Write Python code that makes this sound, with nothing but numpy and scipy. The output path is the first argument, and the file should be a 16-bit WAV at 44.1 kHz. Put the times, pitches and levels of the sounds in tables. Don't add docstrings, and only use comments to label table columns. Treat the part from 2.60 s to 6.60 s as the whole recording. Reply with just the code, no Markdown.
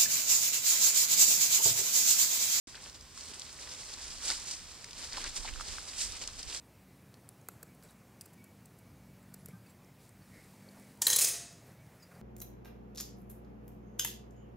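import sys
import numpy as np
from scipy import signal
from scipy.fft import rfft, irfft, next_fast_len
from scipy.io import wavfile

SR = 44100
rng = np.random.default_rng(int(sys.argv[2]) if len(sys.argv) > 2 else 0)


def voltage_ratio(level):
    return 10 ** (np.asarray(level, float) / 20)


def unload_audio(sound):
    columns = np.transpose(np.atleast_2d(sound))
    steps = np.round(np.clip(columns, -1, 1) * 32767)
    wavfile.write(sys.argv[1], SR, steps.astype(np.int16))


N = 176400
SECONDS = np.arange(N) / SR
SIZE = next_fast_len(N + 8192)
HZ = np.maximum(np.arange(SIZE // 2 + 1) * SR / SIZE, 1)


def in_time(rows):
    return np.interp(SECONDS, *np.transpose(rows))


def colour(points, hz=HZ):
    table_hz, table_db = np.transpose(points)
    return voltage_ratio(np.interp(np.log(hz), np.log(table_hz), table_db))


def drift(rate_hz):
    knots = rng.standard_normal(int(N / SR * 400) + 2)
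    return np.interp(SECONDS * rate_hz, np.arange(len(knots)), knots) * 1.22


def noise(spectrum, alike):
    white = rng.standard_normal((3, SIZE))
    pair = np.sqrt(alike) * white[2] + np.sqrt(1 - alike) * white[:2]
    coloured = irfft(rfft(pair) * colour(spectrum) * (HZ > 19), SIZE)[:, :N]
    return coloured / np.sqrt(np.mean(coloured ** 2) + 1e-20)


# frequency in Hz, level in dB.
NIGHT_SPECTRUM = [(29, -19), (50, -0.5), (189, -13), (261, -14), (859, -22), (1060, -17), (1270, -20.5),
                  (2800, -23), (5140, -26), (12000, -28), (15600, -68), (22000, -120)]


def night():
    return voltage_ratio(-53 - 4.5) * noise(NIGHT_SPECTRUM, alike=0.73)


# time in seconds, level in dB.
GUST_LEVEL = [(0.08, -68), (0.13, -103), (1.52, -59), (2.3, -68), (2.91, -48), (3.34, -65), (3.44, -50),
              (3.58, -60), (3.79, -54.5), (3.82, -71), (3.87, -52), (4.0, -64)]
# frequency in Hz, level in dB.
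AIR_SPECTRUM = [(11, -43), (24, 5.5), (62, -5.5), (79, -5.5), (107, -28.5), (250, -21), (320, -27),
                (550, -120)]


def air():
    lumps_db = 1.5 * np.array([drift(5.0), drift(4.77)])
    port_db = [[-0.8], [2.5]]
    return voltage_ratio(in_time(GUST_LEVEL) + lumps_db + port_db) * noise(AIR_SPECTRUM, alike=0.47)


def footfalls(rows):
    power = 1e-12
    for peak_s, db, rise_s, fall_s in rows:
        away = np.abs(SECONDS - peak_s) / np.where(SECONDS < peak_s, rise_s, fall_s)
        power = power + voltage_ratio(2 * (db - 6 * away ** 1.6))
    return power


def fizz(clicks, t60_s, db):
    alike = 0.57
    decay = voltage_ratio(-120 / (t60_s * SR))
    white = rng.standard_normal((2, len(clicks)))
    pair = np.array([white[0], alike * white[0] + np.sqrt(1 - alike ** 2) * white[1]])
    tail_power = signal.lfilter([0, 1 - decay], [1, -decay], clicks ** 2 + 1e-30)
    return clicks + voltage_ratio(db) * np.sqrt(tail_power) * pair


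def heard(clicks, hz, cycles, lag, pan_db, size=SIZE, order=1):
    freq = np.arange(size // 2 + 1) * SR / size
    x = 1j * freq / hz
    late = np.exp(-2j * np.pi * freq / SR * np.array([[lag + 8], [8]]))
    ring = (x / cycles / (1 + x ** 2 + x / cycles)) ** order
    return rfft(clicks, size) * ring * late * voltage_ratio([[pan_db / 2], [-pan_db / 2]])


def cracks(power, spectrum, per_s, spread_db, clump_db, cycles, lag, lag_spread, pan_db, fizz_db, tilt_db=0):
    sizes = voltage_ratio(spread_db * np.minimum(rng.exponential(1, N), 4.0)) * rng.choice([-1, 1], N)
    busy = (power / power.mean()) ** 0.3
    born = rng.random(N) < per_s * busy * voltage_ratio(clump_db * drift(60)) / SR
    loudness = np.sqrt(power / np.clip(busy, 1e-3, SR / per_s))
    clicks = sizes * born / np.sqrt(np.mean(sizes ** 2) * per_s / SR) * loudness
    leaf = rng.integers(0, 18, N)
    out = 0
    for k, hz in enumerate(np.geomspace(250, 13000, num=18)):
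        patchy_db = 1.4 * drift(16)
        gain = voltage_ratio(patchy_db + tilt_db * np.log2(hz / 5000)) * colour(spectrum, hz)
        own = gain / np.sqrt(hz / 4000)
        torn = fizz(clicks * (leaf == k) * own, 0.045, fizz_db)
        out = out + heard(torn, hz, cycles, lag + lag_spread * (k % 3 - 1), pan_db)
    return irfft(out, SIZE)[:, :N]


# time in seconds, level in dB.
STIRRING = [(.08, -52.5), (.3, -71), (.5, -64), (.56, -56.5), (.585, -55), (.85, -50.5), (.98, -53.5),
            (1.06, -50), (1.6, -49), (1.8, -44.5), (2.0, -51.5), (2.35, -55.5), (2.38, -47), (2.7, -49),
            (2.96, -50), (3.2, -50), (3.52, -44.5), (3.75, -52.5)]
# peak in seconds, level in dB, rise in seconds, fall in seconds.
CRISP_STEPS = [(.262, -49.5, 0.071, 0.03), (.348, -48, 0.0062, 0.013), (.578, -50, 0.0037, 0.041),
               (.689, -49, 0.084, 0.089), (.80, -71, .01, 0.043), (1.032, -46.5, 0.032, 0.013),
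               (1.118, -46, 0.05, 0.032), (1.205, -50, 0.029, 0.028), (1.338, -47.5, 0.042, 0.01),
               (1.426, -48, 0.033, 0.14), (1.665, -41, 0.015, 0.016), (1.702, -35, 0.05, 0.042),
               (1.912, -41.5, 0.035, 0.036), (2.111, -58, 0.023, 0.014), (2.39, -57, 0.013, .03),
               (2.444, -45, 0.07, 0.018), (2.595, -43, 0.038, 0.028), (2.69, -43, 0.028, 0.015),
               (2.769, -36, 0.012, 0.01), (2.888, -46.5, 0.19, 0.019), (3.011, -42, 0.0091, 0.011),
               (3.086, -43.5, 0.035, 0.1), (3.278, -44, 0.0052, 0.017), (3.405, -35.5, 0.021, .045),
               (3.62, -41.5, 0.0078, 0.0091), (3.677, -47.5, 0.0018, 0.0023), (3.79, -44.5, 0.0062, 0.017),
               (3.831, -47.5, 0.0019, 0.013), (3.905, -44.5, 0.038, 0.047), (3.95, -39.5, 0.019, 0.028)]
# frequency in Hz, level in dB.
LEAF_SPECTRUM = [(200, -20.5), (600, -15), (1500, -13), (3000, -5), (6000, 0), (9000, -1), (13000, 0.5)]
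# time in seconds, tilt in dB per octave.
LEAF_DRYNESS = [(.1, 0.5), (.25, -2), (.6, 0), (.95, -2), (1.6, 0.1), (1.7, 0.7), (1.9, 0.4), (2.3, -3.1),
                (2.42, 0), (2.6, -1.5), (2.78, 0.5), (2.9, -1.6), (3.1, -0.5), (3.3, -1), (3.41, 2),
                (3.6, -1.65), (3.9, -1), (4.0, 0.5)]


def leaves():
    power = voltage_ratio(2 * in_time(STIRRING)) + footfalls(CRISP_STEPS)
    return voltage_ratio(7.5) * cracks(power, LEAF_SPECTRUM, per_s=7000, spread_db=0.0, clump_db=1.53, cycles=2.15,
                             lag=0.55, lag_spread=1.0, pan_db=-1.24, fizz_db=0,
                             tilt_db=in_time(LEAF_DRYNESS))


# peak in seconds, level in dB, rise and fall in seconds.
HEAVY_STEPS = [(.155, -55, 0.0062, 0.042), (.262, -51.5, 0.01, 0.0127), (1.70, -46, 0.06, 0.021),
               (1.91, -67.5, 0.014, 0.017), (2.43, -56, 0.019, 0.028), (2.54, -46.5, 0.0069, 0.065),
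               (2.576, -47, 0.014, 0.011), (2.615, -56.5, 0.02, 0.03), (2.648, -47, 0.035, 0.027),
               (2.853, -44, 0.0028, 0.007), (2.885, -49, 0.01, 0.014), (3.005, -55, 0.027, 0.013),
               (3.415, -66, 0.027, 0.021), (3.62, -62, 0.01, .015), (3.91, -55, 0.018, 0.029)]
# frequency in Hz, level in dB.
TREAD_SPECTRUM = [(200, -14), (600, -14.5), (1100, -4), (2000, -1.5), (4000, -5), (9000, -34)]


def treads():
    power = footfalls(HEAVY_STEPS) + voltage_ratio(2 * (in_time(STIRRING) - 13.0))
    return voltage_ratio(14.0) * cracks(power, TREAD_SPECTRUM, per_s=1100, spread_db=1.0, clump_db=5.5, cycles=2.87,
                              lag=0.37, lag_spread=1.74, pan_db=2.0, fizz_db=-6)


def singles(rows, cycles, wide_db, boost_db, lag, t60_s, fizz_db, order):
    size = 4096
    out = np.zeros((2, N + size))
    for peak_s, db, hz in rows:
        impulse = np.arange(3000) == 0
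        click = fizz(voltage_ratio(db + boost_db) * SR / hz * impulse, t60_s, fizz_db)
        ring = heard(click, hz, cycles, lag, -0.6, size=size, order=order)
        tick = voltage_ratio(wide_db) * hz / 5000 * heard(click, 7500, 1.0, lag, -0.77, size=size)
        start = int(peak_s * SR)
        out[:, start:start + size] += irfft(ring + tick, size)
    return out[:, :N]


# time in seconds, peak in dB, pitch in Hz.
TWIG_KNOCKS = [(.0735, -45.5, 297), (.1455, -35, 1620), (.2601, -34, 2620), (.717, -44, 310),
               (1.702, -30.5, 1210), (1.716, -28, 1850), (2.243, -37.5, 2020), (2.287, -41, 1990),
               (2.524, -32, 2070), (2.573, -33, 1160), (2.5805, -26.5, 1050), (2.644, -31, 1410),
               (2.8535, -34.5, 810), (2.877, -32, 2100), (2.998, -34, 1150), (3.009, -32, 1250),
               (3.183, -30, 1550), (3.614, -39, 2330), (3.6865, -37.5, 1250)]
# time in seconds, peak in dB, pitch in Hz.
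MORE_KNOCKS = [(.1555, -45, 1300), (.177, -42, 1550), (.575, -41.5, 1270), (.9893, -38.5, 1940),
               (1.0735, -37.5, 1850), (1.0893, -43, 1460), (1.2333, -41.5, 2250), (1.6033, -40.5, 1660),
               (1.694, -35, 1660), (1.7018, -24.5, 3680), (1.9103, -38, 2780), (2.0816, -47, 1500),
               (2.3312, -38.5, 2660), (2.5695, -28, 2280), (2.5765, -37, 805), (2.6472, -39, 1570),
               (2.6525, -35, 1410), (2.848, -36, 960), (2.884, -32.5, 2420), (2.889, -31, 1790),
               (2.959, -34, 1490), (2.975, -43, 1680), (3.3343, -38.5, 2160), (3.4136, -40, 2670),
               (3.622, -40, 2500), (3.9272, -31, 2540), (0.696, -51.5, 457), (3.639, -34, 2880)]


def knocks():
    return singles(TWIG_KNOCKS + MORE_KNOCKS, cycles=1.7, wide_db=-26.0, boost_db=-6.5, lag=0.38,
                   t60_s=0.018, fizz_db=-3, order=2)


# time in seconds, peak in dB, pitch in Hz.
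LEAF_SNAPS = [(0.1534, -33, 4000), (0.2968, -32, 4840), (0.3282, -38, 4940), (0.4095, -35, 5000),
              (0.5756, -31.5, 4930), (0.609, -30.5, 4860), (0.796, -25, 8100), (0.8189, -27.5, 3620),
              (0.9278, -31.5, 6900), (1.6458, -43, 5340), (1.6574, -21, 8000), (1.6805, -18, 5500),
              (1.7022, -17, 4800), (1.7974, -27, 7700), (1.9109, -22, 5270), (2.2436, -28, 5400),
              (2.309, -31, 4370), (2.331, -33, 5240), (2.4447, -32, 4710), (2.5252, -32.5, 4800),
              (2.641, -22, 4870), (2.69, -36, 7800), (2.7652, -32, 5400), (3.0612, -40, 4840),
              (3.0856, -32, 4690), (3.3834, -24, 5500), (3.521, -30, 5300), (3.6368, -27.5, 4500),
              (3.675, -20.5, 5250), (3.7907, -27, 4640), (3.8293, -24, 4800)]
# time in seconds, peak in dB, pitch in Hz.
MORE_SNAPS = [(.2395, -35, 5340), (0.4237, -42, 6400), (.5618, -42, 5250), (.737, -30, 3100),
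              (0.742, -32, 8200), (1.136, -32, 4900), (1.3384, -30, 4870), (1.5378, -37, 5400),
              (1.626, -38, 5300), (1.689, -22, 5000), (1.693, -28, 4700), (1.711, -24, 4500),
              (1.7216, -26, 5400), (1.749, -38, 4870), (1.9284, -29, 4900), (1.964, -41, 4740),
              (2.1165, -37, 5900), (2.1842, -43, 3450), (2.422, -39, 4930), (2.473, -33, 4870),
              (2.5314, -26, 4800), (2.57, -26, 4300), (2.5733, -30, 4400), (2.582, -30, 4400),
              (2.853, -30, 3800), (2.894, -32, 3300), (2.9377, -30, 3270), (3.008, -38, 7300),
              (3.016, -46, 4700), (3.3123, -34, 5250), (3.388, -36, 4500), (3.405, -24, 7800),
              (3.414, -20, 4200), (3.899, -27, 4230), (3.926, -31, 3520), (3.947, -22, 5240)]


def snaps():
    return singles(LEAF_SNAPS + MORE_SNAPS, cycles=3.15, wide_db=-9.5, boost_db=-16.5, lag=0.55,
                   t60_s=0.017, fizz_db=7, order=1)


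def scene():
    return night() + air() + leaves() + treads() + knocks() + snaps()


def top_cut(x):
    return signal.sosfilt(signal.butter(12, 15860, fs=SR, output="sos"), x)


def record(dry):
    port_hz, port_q = np.array([[5250], [7880]]), np.array([[3.94], [3.36]])
    cut_hz, port_db = np.array([[8900], [7690]]), np.array([[-0.5], [1.53]])
    x = 1j * HZ / port_hz
    y = 1j * HZ / cut_hz
    cavity = 1 / (1 + x / port_q + x ** 2)
    cut = 1 / (1 + 1.212 * y + y ** 2)
    port = (cavity * cut + voltage_ratio(-29.5)) * voltage_ratio(port_db)
    gate = np.clip((SECONDS - 0.071) / 0.0022, 0, 1)
    hiss = voltage_ratio(-67) * rng.standard_normal((2, N))
    wet = rfft(dry * gate, SIZE) * port + rfft(hiss * gate, SIZE)
    mix = irfft(wet * (HZ < 15790), SIZE)[:, :N] * (gate > 0)
    return top_cut(mix)


dry = scene()
out = record(dry)
unload_audio(out)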